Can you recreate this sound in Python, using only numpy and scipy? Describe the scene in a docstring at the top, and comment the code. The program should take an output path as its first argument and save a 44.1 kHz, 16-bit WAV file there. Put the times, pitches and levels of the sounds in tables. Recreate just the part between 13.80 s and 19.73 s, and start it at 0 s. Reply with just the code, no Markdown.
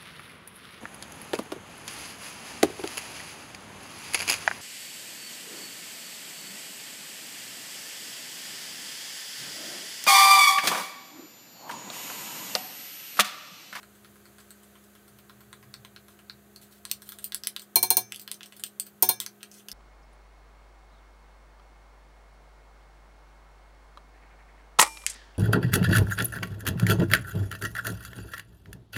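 """A spoon stirs paste in a small glass dish, scrapes it out over a steel mixing bowl and is
knocked clean on the rim. Touches and stick-slip strokes ring the glass modes; each rim knock
is a noise crack, steel rings and a slower thud of the stand.
Behind: wavering fridge tones, a rumble, room tone and hiss. Kitchen walls add decaying noise."""
import sys
import numpy as np
from scipy import signal
from scipy.fft import rfft, irfft
from scipy.io import wavfile

SR = 44100
rng = np.random.default_rng(int(sys.argv[2]) if len(sys.argv) > 2 else 0)


def generate_wav(signal):
    """Clip the signal to [-1, 1] and save it as 16-bit WAV at the path in sys.argv[1]."""
    frames = np.transpose(np.atleast_2d(signal))
    scaled = np.clip(frames, -1, 1) * 32767
    pcm = np.round(scaled).astype(np.int16)
    wavfile.write(sys.argv[1], SR, pcm)


N = 261513

# Fridge tones: (frequency [Hz], level before the deep-tone trim [dB])
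FRIDGE_TONES = [(70.0, -79.5), (101, -84.5), (123.8, -80.5), (204.6, -61), (349.9, -70.5), (409.1, -69),
                (699.8, -79.5), (1109, -83.5), (1265, -77.5), (1541, -77.5), (1857, -92)]
# Room tone and microphone hiss: (frequency [Hz], relative density [dB per Hz])
AIR_SPECTRUM = [(40, -47), (70, -13), (160, -10.5), (250, -15), (330, -9.5), (500, -14.5), (700, -12),
                (870, -20), (1550, -16.5), (2200, -23), (4500, -25.5), (5400, -32), (6300, -23),
                (8700, -24), (10100, -23), (11500, -17), (14000, -12.5), (15700, -13.5), (16100, -54)]
# Treble of the room tone: (time [s], level [dB])
AIR_TREBLE = [(0, -0.5), (.8, 0), (1.5, -2.5), (3.6, -5), (4.3, -5), (5.93, -6)]
# Far rumble near 120 Hz, comes and goes: (time [s], level [dB])
RUMBLE_LEVEL = [(0.0, -67.5), (1.15, -75), (1.35, -63.5), (1.55, -69), (1.98, -55.5), (2.2, -69),
                (2.6, -69), (3.0, -70), (3.5, -75), (3.73, -96), (4.9, -74), (5.1, -83.5), (5.93, -76.5)]
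# Decay of the kitchen reflections: (frequency [Hz], t60 [s])
KITCHEN_DECAY = [(300, 0.19), (1500, 0.12), (4000, 0.13), (9000, 0.11), (15000, 0.11)]
# Spoon on the rim: (time [s], level [dB], thud [dB], ring [dB], second contact lag [s],
# second contact [dB], extra at 2322 Hz [dB], at 4188 Hz [dB], at 6239 Hz [dB]); extras follow the struck spot
RIM_KNOCKS = [(3.9569, -7, 4.5, -7.5, 0.002, 3, 0, 6.5, -5),
              (4.0278, -9, 3, -8.5, 0.0024, -0.5, -0.5, 4.5, 2),
              (4.1039, -7, 1, -7, 0.00063, -2.5, -1, 2.5, -4),
              (4.169, -6, -0.5, -11, 0.0018, -4.5, -6, 1, 0),
              (5.224, -5.5, 2.5, -4.5, 0.00215, -0.5, -10.5, -12.5, -2.5),
              (5.2896, -6.5, 1, -6.5, 0.0016, -2.5, -5, -0.5, -7)]
# Clear rings of steel bowl and spoon: (frequency [Hz])
STEEL_HZ = [1443, 1665, 2322, 2760, 3278, 3614, 4188, 4570, 4950, 5313, 5548, 5992, 6239, 6379, 8910, 9015,
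            9125, 9230, 9420, 12830, 15200]
# The same rings in the same order: (level [dB], t60 [s], swell [s])
STEEL_RINGS = [(-28.5, 0.22, 0.0062), (-32.5, 0.26, .03), (-11.5, 0.25, 0.065), (-28, 0.083, .01),
               (-22.5, 0.077, 0.013), (-16.5, 0.12, 0.06), (-6, 0.082, 0.021), (-33.5, 0.2, .012),
               (-26, 0.088, 0.014), (-36.5, 0.38, .012), (-27, 0.28, .012), (-30, 0.14, .012),
               (-23.5, 0.33, .012), (-28, .09, 0.0087), (-31, 0.1, .008), (-9, 0.11, 0.0073),
               (-36, 0.093, .008), (-29.5, 0.066, .008), (-31, 0.062, .008), (-30.5, 0.071, .008),
               (-32, 0.115, .008)]
# Bowl full of batter rocking on stand and worktop: (frequency [Hz], level [dB], t60 [s])
STAND_MODES = [(89, -52.5, 0.22), (116.5, -46.5, 0.72), (163, -35.5, 0.065), (220, -40, 0.13),
               (310.3, -30.5, 0.077), (374.3, -28, .1), (419, -28.5, 0.045), (449, -22, 0.05),
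               (505, -26.5, 0.045), (604, -30.5, 0.062), (701, -28, 0.094), (748, -19.5, 0.063),
               (895, -11.5, 0.043), (917, -18, 0.07), (1049, -23.5, 0.062), (1126, -28.5, 0.049)]
# Crack of the knocks: (frequency [Hz], relative density [dB per Hz])
CRACK_SPECTRUM = [(900, -25.5), (1500, -15), (3000, -8.5), (4200, -5), (5200, -3.5), (6300, 3), (7500, -11),
                  (8300, 0.5), (9100, 14), (10200, -2), (11500, 2.5), (13000, 1.5), (15200, 8), (16300, 0)]
# Spoon touching the dish: (time [s], level [dB], strongest middle ring [Hz], low rings [dB],
# upper rings [dB], top rings [dB], strongest top ring [Hz])
DISH_TOUCHES = [(0.03, -36, 4100, -3.5, -10, -16, 14100), (0.1518, -49, 2590, -4, -3, -6, 13800),
                (0.2466, -43.5, 3800, 3, -18, -6, 11000), (0.357, -54.5, 2540, -1.5, -7, 4, 10600),
                (0.4549, -44.5, 4300, -2.5, -2, -7, 14100), (0.5836, -43, 4150, -2, -2, -7, 10700),
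                (0.603, -44, 2520, -9, -3, -5, 12400), (0.7058, -42.5, 4250, -5, 7.5, 2, 14300),
                (0.833, -49, 3770, -10, 1.5, 1, 10500), (0.954, -49, 3330, -1, -8, -9, 13600),
                (1.039, -50, 3500, -12, -3, -5, 10800), (1.1516, -49, 3570, 2, -3, -4, 11900),
                (1.2797, -48.5, 4540, -4, -2, -1, 11400), (1.387, -42, 3900, -7, -10, -5, 14100),
                (1.496, -41, 3880, -1, -11, -8, 15600), (1.6058, -56.5, 4280, 8.5, 2, 7, 14000),
                (1.7288, -33.5, 3900, -5, -2, -17, 14000), (1.8275, -47.5, 3060, 2.5, -9, 0, 12300),
                (1.9403, -24.5, 4120, -12.5, -9.5, -18, 14300),
                (2.0486, -28.5, 3770, -10.5, -13, -14, 12900), (2.162, -31.5, 4020, -6, -17, -17, 11600),
                (2.2826, -41, 3750, -4, -11, -5, 10800), (2.3905, -46.5, 3290, -2, -5, -8, 10800),
                (2.4973, -22.5, 4060, -10.5, -23, -28, 13900), (2.7606, -30.5, 4230, -21, -11, -11, 11800),
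                (2.824, -49, 3900, -19, -1, 1, 11100), (2.925, -47.5, 4000, -13, -16, 1, 12500),
                (3.052, -20, 4080, -18, -5.5, -15, 11800), (3.0977, -40, 4300, -27, -14, -6, 13600),
                (3.1137, -11.5, 4200, -37, -2, -5, 13900), (3.2197, -44.5, 3700, -3, 3.5, 7, 12700),
                (3.2901, -32, 3800, -12, 0.5, 2.5, 13800), (3.3204, -36.5, 3820, -4.5, 0, 3, 13900),
                (3.3865, -39, 3700, -5, 6.5, 4, 12200), (3.4424, -35, 4500, -40, 16, 12, 13800),
                (3.5213, -23.5, 3900, -12.5, -8, -8.5, 12200), (3.5453, -20, 4540, -15, 1.5, 2, 11200),
                (3.6356, -24.5, 4930, -16, -6.5, -6.5, 12400), (3.648, -29, 4700, -19, -12, -9, 12100),
                (3.671, -14, 3060, -38, -4, -0.5, 10770), (3.7636, -16.5, 3840, -20.5, -14, -12, 12100),
                (3.795, -31.5, 4670, -15, -3, -2, 14700), (3.8188, -39.5, 3200, -15, 4.5, -1, 13900),
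                (4.3214, -15.5, 3280, -22, -8.5, -15, 11200), (4.345, -28.5, 3360, -33, -8, -10, 11000),
                (4.36, -26.5, 3550, -42, -8, -8.5, 11300), (4.3958, -32.5, 5030, -33, 2, -1, 14100),
                (4.4146, -46, 4150, -24, 6, 8, 14000), (4.477, -22.5, 3670, -15.5, -17, -11, 12300),
                (4.5148, -20, 3430, -26, -2, -5, 11100), (4.5422, -33, 5830, -25, -3, -3, 12700),
                (4.608, -28.5, 2860, -13.5, -28, -19, 12200), (4.6312, -28.5, 3670, -29, -8.5, -12, 11600),
                (4.659, -39.5, 5850, -16, 0, -4, 13900), (4.7232, -33.5, 3250, -16, -11, -17.5, 11000),
                (4.7656, -45.5, 4480, -17, 2, 9, 14800), (4.796, -41.5, 2780, -7.5, 8, 1, 11100),
                (4.8371, -17.5, 2900, -22, 1.5, -5, 14200), (4.8633, -41, 4040, -25, 5, 3, 13900),
                (4.998, -23.5, 4290, -26, 9, 3.5, 14000), (5.066, -41, 4400, -15, 1, 2, 13900),
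                (5.4015, -13.5, 3530, -25, -5, -6.5, 12700),
                (5.4629, -15.5, 6720, -21.5, -16, -13.5, 11700), (5.607, -45, 2900, -13, -21, -9, 14800),
                (5.6302, -24, 3200, -15, -7.5, -10, 12360), (5.7147, -39.5, 6150, -26, -7, -5, 10700),
                (5.7412, -42, 6160, -31, -1, -8, 11000), (5.7976, -45.5, 3300, -24, -1, -19, 11100),
                (5.885, -22, 2730, -20, -12.5, -7, 12500), (5.9159, -24.5, 5150, -25, -10.5, -7, 11900)]
# Spoon edge dragged over the glass: (start [s], end [s], start level [dB], end level [dB])
DRAG_STROKES = [(0.589, .62, -54, -65), (2.296, 2.344, -52, -57), (2.813, 2.884, -49, -63),
                (2.907, 2.99, -52, -58), (3.057, 3.117, -57, -43), (3.13, 3.177, -38, -58),
                (3.217, 3.283, -69, -46), (3.3, 3.382, -58, -62), (3.41, 3.431, -61, -47),
                (3.435, 3.443, -47, -40), (3.761, 3.844, -48, -66), (4.304, 4.402, -63, -55),
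                (4.405, 4.424, -44, -68), (4.511, 4.568, -43, -76), (4.635, 4.685, -56, -67),
                (4.723, 4.774, -58, -57), (4.86, 4.876, -38, -67), (5.058, 5.092, -45, -76),
                (5.4, 5.46, -27, -64), (5.73, 5.797, -48.5, -47.5), (5.894, 5.915, -63, -62)]
# Dish rings, damped by fingers and paste: (frequency [Hz], level [dB], t60 [s])
GLASS_RINGS = [(1048, -3, 0.0084), (1139, -3.5, 0.014), (1386, 3, 0.0068), (1645, -8, 0.038),
               (1880, -7.5, 0.037), (2270, 5.5, 0.0058), (2960, 2, 0.0017), (3204, -6, 0.0087),
               (3380, 0, 0.0037), (3937, -1, 0.0045), (4308, -2, 0.0092), (4886, -5, 0.0108),
               (5220, 2, 0.00346), (5870, -18, 0.04), (6160, 0, 0.0059), (6600, -33, 0.0012),
               (7120, -9, 0.018), (7930, 0, 0.0059), (8640, -5.5, 0.022), (9200, -1, .008),
               (11030, 5.5, 0.005), (11140, -4, 0.01), (11850, -1.5, 0.0091), (12630, -4, 0.0082),
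               (13300, -4, 0.01), (13420, -7.5, 0.0074), (13830, 1, 0.011), (15400, 2.5, 0.0076)]

ROOM_DB, HISS_DB, RUMBLE_LUMPS_DB = -56.5, -70, 2
# tones below DEEP_BELOW_HZ fall away once
DEEP_BELOW_HZ, DEEP_TRIM_DB, DEEP_DROP_DB, DEEP_DROP_S, DEEP_FADE_S = 110, 10.5, 18, 3.62, .06
UPPER_RING_HZ, UPPER_SPREAD_HZ = 8710, 296   # strongest upper ring, varied at random from touch to touch
MIDDLE_FOCUS_DB, FOCUS_DB_PER_TOP_DB = 9, 0.52   # middle ring stands out less on bright touches
# share to the walls at a -31.5 dB touch; hard touches send less
WALL_SHARE_DB, WALL_DROP_DB_PER_DB = -3, 0.3
EMPTIED_S, PASTE_DAMPS_DB = 2.65, 1   # paste muffles the wall share until tipped out
LOW_RING_FULL_HZ, LOW_RING_EMPTY_HZ = 1210, 1660   # strongest low ring
STROKE_TREBLE_DB, STROKE_TREBLE_DB_PER_TOP_DB = 0.5, 0.27
STOPBAND_HZ = 17100


def from_db(db):
    """Decibels to amplitude gain."""
    return 10 ** (np.asarray(db) / 20)


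def rms_one(x):
    """Scale to unit rms."""
    return x / np.sqrt(np.mean(x ** 2) + 1e-20)


def butter(x, order, hz, kind="low"):
    """Butterworth filter; a band takes two corners."""
    return signal.sosfilt(signal.butter(order, hz, kind, fs=SR, output="sos"), x)


def in_time(rows):
    """A (time, level) table, one value per sample."""
    s, level = np.transpose(rows)
    return np.interp(np.arange(N) / SR, s, level)


def at_hz(points, hz):
    """A frequency table read on a log-frequency axis."""
    table_hz, value = np.transpose(points)
    return np.interp(np.log(np.maximum(hz, 1)), np.log(table_hz), value)


def coloured(x, spectrum):
    """Weight a noise by a spectrum table."""
    gain = from_db(at_hz(spectrum, np.fft.rfftfreq(len(x), 1 / SR)))
    return irfft(rfft(x) * gain, len(x))


def drift(rate_hz):
    """Random curve: straight lines between unit-spread knots, rate_hz knots a second."""
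    knots = rng.standard_normal(int(N / SR * 60) + 2)
    return np.interp(np.arange(N) / SR * np.clip(rate_hz, .1, 59), np.arange(len(knots)), knots)


def ring(clicks, hz, t60_s):
    """Two-pole resonator: a unit click starts a decaying sine of about unit height."""
    r = from_db(-60 / (t60_s * SR))
    w = 2 * np.pi * hz / SR
    return signal.lfilter([0, np.sin(w)], [1, -2 * r * np.cos(w), r * r], clicks + 1e-18)


def clicks_at(times_s, gains):
    """Single-sample clicks."""
    out = np.zeros(N)
    np.add.at(out, np.minimum(np.round(np.asarray(times_s) * SR).astype(int), N - 1), gains)
    return out


def fridge_hum():
    """Steady sines wavering in level and phase; the deepest drop in level once."""
    t = np.arange(N) / SR
    deep_db = DEEP_TRIM_DB - DEEP_DROP_DB * np.clip((t - DEEP_DROP_S) / DEEP_FADE_S, 0, 1)
    tones = np.zeros(N)
    for hz, tone_db in FRIDGE_TONES:
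        level = from_db(tone_db + 1.0 * drift(20) + deep_db * (hz < DEEP_BELOW_HZ))
        wander = .5 * np.cumsum(drift(23)) * 7.8 / SR * hz / 200   # [rad]
        tones += np.sqrt(2) * level * np.sin(2 * np.pi * hz * t + wander + rng.uniform(0, 5.9))
    return tones


def far_rumble():
    """Narrow-band noise with a lumpy level."""
    noise = rms_one(butter(rng.standard_normal(N), 2, [112, 134], "band"))
    return from_db(in_time(RUMBLE_LEVEL) + RUMBLE_LUMPS_DB * drift(6.68)) * noise


def air_and_hiss():
    """Coloured noise: steady lows, treble that changes level, steady microphone hiss on top."""
    air = rms_one(coloured(rng.standard_normal(N), AIR_SPECTRUM))
    low = butter(air, 2, 2500)
    treble = from_db(in_time(AIR_TREBLE)) * butter(air - low, 4, 10300)
    hiss = butter(air, 4, 10300, "high")
    return from_db(ROOM_DB) * (low + treble) + from_db(HISS_DB) * hiss


def kitchen(x):
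    """Dense reflections: noise dying band by band, starting 1 ms after the direct sound."""
    t = np.arange(SR // 2) / SR
    edges_hz = 100 * 2 ** np.arange(0, 7.4, .73)
    tail = np.zeros(len(t))
    for low_hz, high_hz in zip(edges_hz, edges_hz[1:]):
        band = butter(rng.standard_normal(len(t)), 2, [low_hz, high_hz], "band")
        tail += band * from_db(-60 * t / at_hz(KITCHEN_DECAY, np.sqrt(low_hz * high_hz)))
    tail *= np.clip((t - .001) / 0.00033, 0, 1)
    return signal.fftconvolve(x, tail / np.sqrt(np.sum(tail ** 2)))[:N]


def rim_rings():
    """Each knock swells steel and stand modes; the next knock stills them."""
    s, peak_db, thud_db, ring_db, _, _, *spot_db = np.transpose(RIM_KNOCKS)
    spot_db = dict(zip([2322, 4188, 6239], spot_db))
    modes = [(hz, *row, ring_db + spot_db.get(hz, 0)) for hz, row in zip(STEEL_HZ, STEEL_RINGS)]
    modes += [(*row, .025, thud_db) for row in STAND_MODES]   # heavy parts answer slowly
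    out, t = np.zeros(N), np.arange(SR // 2) / SR
    scatter, phases = rng.standard_normal((2, len(s), len(modes)))
    for i, (start_s, next_s) in enumerate(zip(s, np.r_[s[1:], np.inf])):
        blow = np.zeros(len(t))
        for k, (hz, level_db, t60_s, swell_s, extra_db) in enumerate(modes):
            envelope = from_db(-60 * t / t60_s) - from_db(-60 * t / swell_s)
            gain = from_db(peak_db[i] + level_db + extra_db[i] + 2.0 * scatter[i, k])
            phase = np.pi * k + 0.59 * phases[i, k]   # neighbours swing opposite ways
            blow += gain * envelope * np.sin(2 * np.pi * hz * t + phase)
        blow *= from_db(-25 * np.clip((t - (next_s - start_s)) / 0.0032, 0, 1))
        first = round(start_s * SR)
        out[first:first + len(t)] += blow[:N - first]
    return out


def rim_crack():
    """Two contacts 0.6-2.4 ms apart: a steel snap, a short noise crack and a longer rattle."""
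    s, peak_db, _, _, lag_s, second_db, *_ = np.transpose(RIM_KNOCKS)
    contacts = clicks_at(np.r_[s, s + lag_s], from_db(np.r_[peak_db, peak_db + second_db]))
    snap = from_db(5.5) * ring(contacts, 12800, .003) - from_db(3.0) * ring(contacts, 15240, 0.0015)
    pulses = signal.lfilter(np.hanning(30) / 15, 1, contacts)
    fast, slow = from_db(-60 / (0.0133 * SR)), from_db(-60 / (.09 * SR))
    envelope = from_db(-10.0) * signal.lfilter([1], [1, -fast], pulses)
    envelope += from_db(-16) * signal.lfilter([1], [1, -slow], pulses)   # rattle of dense high modes
    crack = envelope * rms_one(coloured(rng.standard_normal(N), CRACK_SPECTRUM))
    return butter(snap, 2, 11000, "high") + butter(crack, 2, 1200, "high")


def drag_grains(touch_s, mid_hz, top_db):
    """The edge sticks and slips: uneven grains, silent between strokes, coloured like the nearest touch."""
    level_db, focus_hz, treble_db = np.full(N, -200.), np.full(N, 4000.), np.zeros(N)
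    for start_s, end_s, first_db, last_db in DRAG_STROKES:
        touch = np.argmin(np.abs(touch_s - start_s))
        inside = slice(round(start_s * SR), round(end_s * SR))
        level_db[inside] = np.linspace(first_db, last_db, inside.stop - inside.start)
        focus_hz[inside] = mid_hz[touch]
        treble_db[inside] = STROKE_TREBLE_DB + STROKE_TREBLE_DB_PER_TOP_DB * top_db[touch]
    slips = rng.random(N) < 1500 / SR   # 1500 a second on average
    grains = rms_one(slips * from_db(2.4 * np.minimum(rng.exponential(1, N), 4)))
    live = grains * (level_db > -199) > 0
    level_db = level_db - 28.5 + 2.5 * drift(50)
    return live, grains[live], level_db[live], focus_hz[live], treble_db[live]


def dish():
    """Touches and dragged edge excite the same glass rings; returns direct sound and wall share."""
    s, peak_db, mid_hz, low_db, upper_db, top_db, top_hz = np.transpose(DISH_TOUCHES)
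    full = s < EMPTIED_S
    focus_db = np.maximum(MIDDLE_FOCUS_DB - FOCUS_DB_PER_TOP_DB * top_db, 0)
    wall_db = WALL_SHARE_DB - WALL_DROP_DB_PER_DB * (peak_db + 31.5) - PASTE_DAMPS_DB * full
    low_hz = np.where(full, LOW_RING_FULL_HZ, LOW_RING_EMPTY_HZ)
    shape = (len(s), len(GLASS_RINGS))
    scatter = rng.standard_normal(shape)
    upper_hz = UPPER_RING_HZ + UPPER_SPREAD_HZ * rng.standard_normal(len(s))
    late = rng.random(shape)
    signs = rng.choice([-1, 1], shape)
    live, grains, drag_db, drag_hz, treble_db = drag_grains(s, mid_hz, top_db)
    out = np.zeros((2, N))
    for k, (hz, level_db, t60_s) in enumerate(GLASS_RINGS):
        family = np.searchsorted([2500, 6500, 10000], hz)   # low, middle, upper, top
        share_db = [low_db - 1.0, 0, upper_db, top_db][family]
        best_hz = [low_hz, mid_hz, upper_hz, top_hz][family]
        # quieter away from the family's strongest ring
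        distance = np.clip(np.maximum((best_hz - hz) / 1100, (hz - best_hz) / 700), 0, 1)
        nearness_db = -[8, focus_db, 11, 12][family] * distance
        force = signs[:, k] * from_db(peak_db + share_db + nearness_db + 1.3 * scatter[:, k])
        at_s = s + .0006 * late[:, k]   # each ring up to 0.6 ms late at random: a grainy onset
        mid_slip_db = -9 * np.minimum(np.abs(hz - drag_hz) / 1200, 1)
        slip_db = [-15, mid_slip_db, treble_db - 3.5, 1.5 * treble_db - 6][family]
        slips = np.zeros(N)
        slips[live] = grains * rng.standard_normal(N)[live] * from_db(drag_db + slip_db)
        strikes = np.array([clicks_at(at_s, force), clicks_at(at_s, force * from_db(wall_db))]) + slips
        # a band-pass around each ring keeps its sound narrow
        narrow = butter(ring(strikes, hz, t60_s), 1, [0.74 * hz, 1.274 * hz], "band")
        out += from_db(level_db) * narrow
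    return butter(out, 4, 950, "high")   # a small dish radiates no bass


def scene():
    """Dish and bowl close by, their reflections and the background."""
    glass, wall_share = dish()
    steel = rim_rings() + rim_crack()
    echoes = kitchen(wall_share + from_db(-8.5) * steel)
    echoes = butter(echoes, 8, 15800)   # echoes fall off steeply above 15.8 kHz
    background = fridge_hum() + air_and_hiss() + far_rumble()
    return (glass + steel + echoes + background)[None]


def record(dry):
    """Deep bass thinned, highest peaks rounded, nothing above about 17 kHz."""
    thin = butter(dry, 2, 58, "high")
    rounded = thin / (1 + np.abs(thin / .79) ** 6) ** (1 / 6)
    return signal.sosfilt(signal.cheby2(12, 70, STOPBAND_HZ, fs=SR, output="sos"), rounded)


dry = scene()
out = record(dry)
generate_wav(out)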